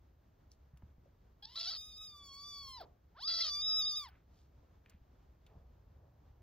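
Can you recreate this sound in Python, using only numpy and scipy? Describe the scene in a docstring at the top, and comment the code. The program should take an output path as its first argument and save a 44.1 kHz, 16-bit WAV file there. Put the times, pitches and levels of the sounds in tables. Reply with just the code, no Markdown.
"""A kitten, held down and groomed by its mother on a carpet, gives two long, thin mews close by.
Each mew climbs in, cracks into a hoarse rasp, clears to a held whistle and drops as the mouth shuts:
fold pulses and air puffs through a fixed throat and a moving mouth resonance.
Then it wriggles free. Ticks, fur strokes, a soft breath puff and rubbing are shaped noise, paw thumps are
damped low tones; behind lie a low rumble, a wavering hum and faint hiss."""
import sys
import numpy as np
from scipy import signal
from scipy.fft import rfft, irfft
from scipy.io import wavfile
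from scipy.ndimage import uniform_filter1d

SR = 44100
rng = np.random.default_rng(int(sys.argv[2]) if len(sys.argv) > 2 else 0)


def inscribe(sig):
    """Save sig as 16-bit PCM at rate SR to the path in sys.argv[1].

    A 1-D sig is mono; a 2-D sig holds one channel per row.
    Samples are clipped to [-1, 1] before scaling.
    """
    pcm = np.round(np.clip(np.atleast_2d(sig).T, -1, 1) * 32767)
    wavfile.write(sys.argv[1], SR, pcm.astype(np.int16))


N = 283122
TIME = np.arange(N) / SR
BINS = np.fft.rfftfreq(N, 1 / SR)
EDGE_HZ = 15800  # upper band limit


def amp(db):
    """Decibels to gain."""
    return 10 ** (np.asarray(db) / 20)


def unit(x):
    """Scales to rms 1."""
    return x / np.sqrt(np.mean(x ** 2) + 1e-30)


def levelled(x):
    """Scales to a running rms of 1."""
    return x / np.sqrt(abs(uniform_filter1d(x ** 2, size=400)) + 1e-12)


def read(points, hz):
    """Interpolates a spectrum table on a log-frequency axis."""
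    f, value = np.transpose(points)
    return np.interp(np.log(hz + 1), np.log(f + 1), value)


def ramp(t, start_s, length_s):
    """Rises from 0 to 1 over the given time."""
    return np.clip((t - start_s) / length_s, 0, 1)


def blend(a, b, share):
    """Moves from a to b as share goes from 0 to 1."""
    return a + (b - a) * share


def wander(size, corner_hz):
    """Smooth random signal of rms 1: noise rolled off above corner_hz."""
    f = np.fft.rfftfreq(size, 1 / SR)
    spectrum = rfft(rng.standard_normal(size))
    return unit(irfft(spectrum / np.sqrt(1 + (f / corner_hz) ** 4), size))


def band_noise(size, centre_hz, width_octaves):
    """Noise of rms 1 in a bell-shaped band."""
    f = np.fft.rfftfreq(size, 1 / SR) + 1
    bell = np.exp(-.5 * (np.log2(f / centre_hz) / width_octaves) ** 2)
    return unit(irfft(rfft(rng.standard_normal(size)) * bell, size))


def add(mix, start_s, sound):
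    """Mixes a sound in at its start time."""
    part = mix[max(round(start_s * SR), 0):][:len(sound)]
    part += sound[:len(part)]


def room_tone(swell_db=1.33):
    """Partly coherent low rumble and a wavering hum, the hum alike in both ports, under a faint hiss."""
    # rumble spectrum: hz, relative_level_db
    rumble_spectrum = [(10, -46.5), (25, -17.5), (36, -6), (65, -2), (100, -7.5), (200, -18), (350, -21.5),
                       (700, -25), (1400, -33), (2500, -41.5), (6500, -46.5), (9000, -63)]
    # left-right coherence: hz, coherence (1 = identical)
    coherence = [(60, 0.99), (130, 1), (290, 0.74), (640, 0), (1400, 0.15), (3100, 0.96), (6000, 0),
                 (15000, 0.041)]
    rumble_db, hum_db, hiss_db = -66, -72, -92.5
    hum_hz = 66
    a, b = rfft(rng.standard_normal((2, N)))
    same = np.clip(read(coherence, BINS), -1, 1)
    pair = np.array([a, same * a + np.sqrt(1 - same ** 2) * b])
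    rumble = unit(irfft(pair * amp(read(rumble_spectrum, BINS)), N))
    hum_angle = 2 * np.pi * np.cumsum(hum_hz * (1 + 0.021 * wander(N, 20))) / SR
    hum = np.sqrt(2) * np.sin(hum_angle)
    hiss = np.array([band_noise(N, 14000, 0.13) + 0.067 * band_noise(N, 4000, 0.21) for side in range(2)])
    rumble = rumble * amp(swell_db * wander(N, 5.7))
    return amp(rumble_db) * rumble + amp(hum_db) * hum + amp(hiss_db) * hiss


def room(x):
    """The short, dull tail of a carpeted room: decaying noise, different at each port."""
    # reverberation time: hz, t60_s
    decay_times = [(200, 0.85), (1000, 0.33), (4500, 0.083), (14000, 0.05)]
    f, t, z = signal.stft(rng.standard_normal((2, SR // 2)), SR, nperseg=256)
    decay = amp(-60 * t / read(decay_times, f)[:, None])
    tail = signal.istft(z * decay, SR, nperseg=256)[1]
    tail *= np.clip(TIME[:tail.shape[1]] / 0.0056, 0, 1)
    return signal.fftconvolve(x[None], tail / np.linalg.norm(tail[0]), axes=1)[:, :N]


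def ports(x):
    """A near source reaches the two microphone ports with a phase difference."""
    # lead of the left port over the right: hz, phase_rad
    port_phase = [(260, 0), (690, .9), (1200, .4), (2500, .7), (3900, .5), (4450, 1.1), (5000, 2.2),
                  (5700, 1.5), (7500, 2.6), (8100, 3.0), (10700, 3.3), (13200, 4.2), (15700, 5.4)]
    turn = np.exp(.5j * read(port_phase, BINS))
    return irfft(rfft(x) * np.array([turn, 1 / turn]), N)


def thumps():
    """The padded floor answers each blow of paws and bodies with a few damped low cycles."""
    # blows: start_s, level_db, centre_hz, decay_s
    blows = [(0.734, -55, 62.2, 0.058), (0.823, -48.5, 281, 0.0024), (0.833, -47.5, 71, 0.027),
             (0.982, -55, 65, 0.028), (4.942, -50.5, 74.3, 0.014), (5.014, -53, 56.6, 0.02),
             (5.555, -49, 80.5, 0.025)]
    out, t = np.zeros(N), TIME[:SR // 3]
    for start_s, level_db, hz, decay_s in blows:
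        decay = np.exp(-t / decay_s)
        ring = np.sin(2 * np.pi * hz * t) + 0.58 * band_noise(len(t), 2 * hz, 0.39) * decay
        add(out, start_s, amp(level_db) * ring * decay * (1 - np.exp(-t / 0.0017)))
    return out


def scuffle(level_db, centre_hz, width_octaves, swell_db=1.5):
    """Bodies shift and rub on the carpet as the kitten wriggles free: unevenly swelling band noise."""
    # time span: start_s, end_s (fade-out start)
    span = (5.45, 6.42)
    start_s, end_s = span
    moving = ramp(TIME, start_s, 0.045) * (1 - ramp(TIME, end_s, .05))
    moving = moving * amp(swell_db * wander(N, 8.6))
    return moving * amp(level_db) * band_noise(N, centre_hz, width_octaves)


def strokes_and_puff(grain_db=2.0):
    """Strokes of fur and tongue over fur and pile, and a soft low breath puff as the first mew closes."""
    # swells of uneven noise, the one at 2.835 s the puff: middle_s, level_db, centre_hz, half_length_s
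    swells = [(.529, -78, 5060, 0.023), (.763, -81.5, 1100, 0.056), (2.835, -58.5, 500, .034),
              (4.12, -73, 1500, .07), (4.39, -79.5, 4400, 0.069), (4.68, -80, 605, .078),
              (4.915, -76, 1870, 0.049), (5.5, -83, 1610, 0.04), (5.563, -69, 500, 0.071),
              (6.047, -75, 500, .06)]
    out = np.zeros(N)
    for middle_s, level_db, hz, half_s in swells:
        t = np.arange(-2 * half_s, 2 * half_s, 1 / SR)
        grain = band_noise(len(t), hz, 0.69)
        grain = unit(grain * amp(grain_db * wander(len(t), 110)))
        add(out, middle_s + t[0], amp(level_db) * grain * np.exp(-(t / half_s) ** 2))
    return out


def ticks():
    """Tiny wet tongue clicks and claw snags: noise bursts with a crisp edge, gone in milliseconds."""
    # bursts: start_s, level_db, centre_hz, width_octaves, decay_s, edge_level_db
    bursts = [(.517, -54, 5050, 0.25, .0012, -66), (.773, -65.5, 2170, .34, 0.0019, -67),
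              (.821, -65, 745, 0.92, 0.0063, -87), (1.057, -67, 550, 0.18, 0.018, -90),
              (4.861, -51, 2200, 0.16, .002, -81), (4.897, -68, 2580, .9, 0.003, -60),
              (5.465, -67.5, 3030, .35, 0.0085, -68)]
    edge_hz, edge_octaves, edge_decay_s = 7200, 0.86, 0.0048
    out, t = np.zeros(N), TIME[:4096]
    for start_s, level_db, hz, octaves, decay_s, edge_db in bursts:
        body = amp(level_db) * band_noise(len(t), hz, octaves) * np.exp(-t / decay_s)
        edge = amp(edge_db) * band_noise(len(t), edge_hz, edge_octaves) * np.exp(-t / edge_decay_s)
        add(out, start_s, (body + edge) * (1 - np.exp(-t / 0.0001)))
    return out


def lips():
    """The lips part or meet with a tiny decaying hiss."""
    # hisses: start_s, level_db
    partings = [(1.426, -67), (2.808, -62), (4.084, -65)]
    out, t = np.zeros(N), TIME[:4096]
    for start_s, level_db in partings:
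        add(out, start_s, amp(level_db) * band_noise(len(t), 12500, .45) * np.exp(-t / .01))
    return out


def gulp():
    """The throat closes on the first mew with a short, falling knock: a gliding tone burst."""
    # knock: middle_s, level_db, pitch_hz (at the middle), glide_hz_per_s, half_length_s
    knock = (2.812, -48, 720, -9000, .009)
    middle_s, level_db, hz, glide_hz_per_s, half_s = knock
    t = np.arange(-3 * half_s, 3 * half_s, 1 / SR)
    tone = np.sqrt(2) * np.sin(2 * np.pi * np.cumsum(hz + glide_hz_per_s * t) / SR)
    return middle_s + t[0], amp(level_db) * tone * np.exp(-(t / half_s) ** 2)


def gesture(lead_in, crack, note, closing):
    """Controls of one mew: a rising lead-in, a hoarse crack, a held note, a fall as the mouth shuts."""
    # brief surges and slips of effort: start_s, length_s, pitch_rise_share, extra_db, rasp_0_to_1
    surges = [(1.422, 0.031, 0.0069, 11, .25), (1.451, .007, 0.071, 19.5, 0.3),
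              (1.604, 0.013, 0.062, 4, 0.97), (1.621, .008, 0, -7, 0.97), (1.67, .031, .2, 3.5, .15),
              (2.809, 0.011, 0, 8, 0.74), (3.224, .016, 0, 3, .1), (3.274, .05, 0.0089, 2.5, .55),
              (3.406, 0.023, .065, 4.5, .1)]
    crack_switch_s, clear_s, surge_edge_s = .006, 0.016, .004  # how fast the folds change state
    clear_rasp, hoarse_half = 0.021, 0.9  # half: strong-weak alternation of the pulses, 0-1
    grunt_at = 0.6  # share of the closing at which the grunt peaks
    start, attack_s, from_hz, to_hz, from_db, to_db, lead_low_db, lead_rasp = lead_in
    crack_s, crack_hz, crack_db, crack_low_db, crack_mouth_hz, crack_rasp = crack
    shut_s, last_hz, last_mouth_hz, grunt_db, last_rasp = closing
    s, *columns = np.transpose(note)
    t = np.arange(start, s[-1] + shut_s, 1 / SR)
    pitch, level_db, low_db = (np.interp(t, s, c) for c in columns)
    pitch = uniform_filter1d(pitch, size=round(0.01496 * SR))  # smooths the held pitch
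    # the hoarse stretch holds, then sinks onto the note
    sink = ramp(t, crack_s, s[0] - crack_s)
    hoarse = 1 - ramp(t, s[0] - clear_s, clear_s)
    pitch = blend(crack_hz, pitch, sink ** 3.5)
    level_db = blend(crack_db, level_db + 2, sink ** 6)
    low_db = blend(low_db, crack_low_db, hoarse)
    rasp = blend(clear_rasp, crack_rasp, hoarse)
    # before it, pitch and level climb
    climb = np.sin(np.pi / 2 * ramp(t, start, crack_s - start))
    cracked = ramp(t, crack_s - crack_switch_s / 2, crack_switch_s)
    pitch = blend(blend(from_hz, to_hz, climb ** 1.8), pitch, cracked)
    level_db = blend(blend(from_db, to_db, climb), level_db, cracked)
    low_db = blend(lead_low_db, low_db, cracked)
    rasp = blend(lead_rasp, rasp, cracked) * (1 + 0.25 * wander(len(t), 25))
    half = blend(lead_rasp / 2, blend(clear_rasp, hoarse_half, hoarse), cracked)
    # closing: the folds slacken and the sound leaves through the nose
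    shut = ramp(t, s[-1], shut_s)
    pitch = blend(pitch, last_hz, shut ** 1.7)
    level_db = blend(level_db, -71, shut ** 1.02)
    low_db = blend(low_db, grunt_db, ramp(shut, 0, grunt_at) ** 3)  # the grunt swells late
    low_db = blend(low_db, -72, ramp(shut, grunt_at, 1 - grunt_at))
    rasp = blend(rasp, last_rasp, shut)
    for at_s, length_s, rise, extra_db, surge_rasp in surges:
        surge_end = ramp(t, at_s + length_s - surge_edge_s / 2, surge_edge_s)
        surge = ramp(t, at_s, surge_edge_s) - surge_end
        pitch = pitch * (1 + rise * surge * (1 + ramp(t, at_s, length_s)) / 2)
        level_db = level_db + extra_db * surge
        low_db = low_db + 0.25 * extra_db * surge
        rasp = blend(rasp, surge_rasp, surge)
    # the mouth opens with effort: 31 Hz per dB; slow folds go with a narrower mouth
    mouth_hz = (4150 + 31 * (level_db + 47)) * np.minimum(pitch / to_hz, 1) ** .3
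    mouth_hz = blend(mouth_hz, crack_mouth_hz, hoarse * cracked)
    mouth_hz = blend(mouth_hz, last_mouth_hz, shut)
    release_s = 0.015
    envelope = ramp(t, start, attack_s) * (1 - ramp(t, t[-1] - release_s, release_s))
    return t, envelope, pitch, level_db, low_db, mouth_hz, np.clip(half, 0, 1), np.clip(rasp, 0, 1)


def vocal_tract(x, t, mouth_hz, treble_db, skirt_db, width_hz=1300):
    """The fixed throat times one moving mouth resonance, with shelves above and below the formants."""
    # throat response: hz, gain_db
    throat = [(300, -45), (1200, -23), (2050, -16), (2600, -21), (3250, -5), (3900, -4.5), (4550, 0),
              (5200, 0), (6100, -12), (7200, -17), (11400, -12), (12700, -18), (14000, -13), (15800, -18)]
    f, at, z = signal.stft(x, SR, nperseg=256, noverlap=192)
    f, at = f[:, None], at + t[0]
    mouth = 1 / np.sqrt(1 + (2 * (f - np.interp(at, t, mouth_hz)) / width_hz) ** 2)
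    above_db = np.interp(at, t, treble_db) * np.clip((f - 5320) / 1300, 0, 1)
    below_db = np.interp(at, t, skirt_db) * np.clip((3200 - f) / 600, 0, 1)
    z = z * mouth * amp(read(throat, f) + above_db + below_db)
    return signal.istft(z, SR, nperseg=256, noverlap=192)[1][:len(x)]


def mew(t, envelope, pitch, level_db, low_db, mouth_hz, half, rasp, waver=0.0042, jitter=.028, puff=.55,
        shimmer=0.083, half_low=0.3, soft_treble=0.92, rasp_dull_db=4, smear=1.0, husk_db=-35):
    """Fold pulses, clean or doubled and jittery, with puffs of air, ring the small throat."""
    size = len(t)
    unsteady = 1 + waver * wander(size, 50) + jitter * rasp * wander(size, 500)
    angle = 2 * np.pi * np.cumsum(pitch * unsteady) / SR
    # whole multiples of the pitch; the ones halfway between appear when every second pulse is weak
    pulses, low = np.zeros(size), np.zeros(size)
    for k in np.arange(.5, 20, .5):
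        # folds out of step: partials drift against each other in size and phase
        drift = smear * half * k ** .5 * wander(size, 49)
        partial = amp((3.5 + 0.6 * half) * wander(size, 14)) * np.cos(k * angle + drift)
        pulses += (half if k % 1 else 1) * (k * pitch < EDGE_HZ) * partial * (k > 1)
        # the lowest partials leave through a broad resonance of nose and chest
        chest = np.exp(-.5 * (np.log2(k * pitch / 950) / .5) ** 2)
        low += (half_low * half if k % 1 else 1) * chest * partial
    pulses *= np.sqrt(2 * pitch / EDGE_HZ)
    air = (1 + np.cos(angle)) * rng.standard_normal(size)  # air escapes while the folds are open
    # the formants outgrow the top treble in loud passages, and loose folds close less sharply
    treble_db = -soft_treble * np.clip(level_db + 39.0, -10, 12) - rasp_dull_db * np.maximum(half, rasp)
    treble_db += 38 * np.minimum(np.log2(pitch / 1100), 0)  # slack, slow folds give few high partials
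    skirt_db = -.45 * np.clip(level_db + 50.5, 0, 14) * (1 - half)  # loud, clean: gathers in the formants
    skirt_db += 2 * half  # loose folds fill the valley below the formants
    source = (1 - rasp / 2) * pulses + puff * rasp * air
    voice = levelled(vocal_tract(source, t, mouth_hz, treble_db, skirt_db))
    # fitful turbulence rings the main formant
    voice += amp(husk_db + 6.9 * wander(size, 13)) * band_noise(size, 4040, .12)
    low = levelled(low + 0.33 * rasp * band_noise(size, 1450, 0.97))
    flutter = 1 + (shimmer + 0.11 * rasp) * wander(size, 130)
    body = amp(low_db + 1.6 * wander(size, 24)) * low
    return t[0], (amp(level_db) * voice + body) * flutter * envelope


def kitten_calls():
    """Two mews, each from lead-in, crack, held note and closing, with lip hisses and a gulp."""
    # lead-ins: start_s, attack_s, from_hz, to_hz, from_db, to_db, lowest_partials_db, rasp_0_to_1
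    lead_ins = [(1.422, 0.0045, 800, 1052, -65.5, -60, -70.5, .6),
                (3.144, 0.025, 432.7, 1254, -90, -40, -60.5, .14)]
    # hoarse cracks: start_s, pitch_hz, level_db, lowest_partials_db, mouth_hz, rasp_0_to_1
    cracks = [(1.557, 1342, -42, -61, 4120, 0.8), (3.274, 1342, -36.5, -57, 4630, .4)]
    # held notes: time_s, pitch_hz, upper_harmonics_db (before a 2 dB lift), fundamental_db
    first_note = [(1.78, 1225, -48, -83), (1.878, 1251, -57.5, -70.5), (1.93, 1218, -56.5, -87),
                  (2.02, 1267, -52.5, -64.5), (2.074, 1236, -53.5, -80), (2.148, 1181, -61, -62),
                  (2.238, 1136, -60, -69), (2.316, 1100, -57.5, -62), (2.478, 1170, -52.5, -61),
                  (2.59, 1132, -51.5, -62.5), (2.694, 1076, -55, -58), (2.76, 1010, -53.5, -56.5)]
    second_note = [(3.51, 1159, -41.5, -58.5), (3.59, 1189, -40.5, -59), (3.64, 1250, -38.5, -69),
                   (3.69, 1273, -35.5, -59.5), (3.735, 1258, -35, -58.5), (3.795, 1275, -35, -57),
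                   (3.84, 1201, -38, -60), (3.88, 1248, -36, -67), (3.95, 1201, -43.5, -58),
                   (3.972, 1263, -38, -67.5), (4.01, 1196, -47, -55.5)]
    # mouth closings: length_s, last_pitch_hz, last_mouth_hz, grunt_db, last_rasp_0_to_1
    closings = [(.095, 280.5, 3870, -56, 0.99), (.095, 650, 1200, -56, .5)]
    out = np.zeros(N)
    for controls in zip(lead_ins, cracks, (first_note, second_note), closings):
        add(out, *mew(*gesture(*controls)))
    out += lips()
    add(out, *gulp())
    return out


def scene():
    """Kitten and small movements close by, the room behind."""
    # bodies on the floor: level_db, centre_hz, width_octaves
    shifting = (-64, 70.6, 0.64)
    # fur on the pile: level_db, centre_hz, width_octaves
    rubbing = (-80.5, 560, 0.71)
    kitten = kitten_calls()
    details = ticks() + strokes_and_puff() + scuffle(*rubbing)
    floor = thumps() + scuffle(*shifting)
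    tails = amp(-23) * room(kitten) + amp(-18) * room(details)
    return ports(kitten + details) + floor + tails + room_tone()


def record(dry):
    """Linear-phase low-pass at the upper band limit."""
    low_pass = signal.firwin(511, EDGE_HZ, window=("kaiser", 9), fs=SR)
    return signal.oaconvolve(dry, low_pass[None], "same")


dry = scene()
out = record(dry)
inscribe(out)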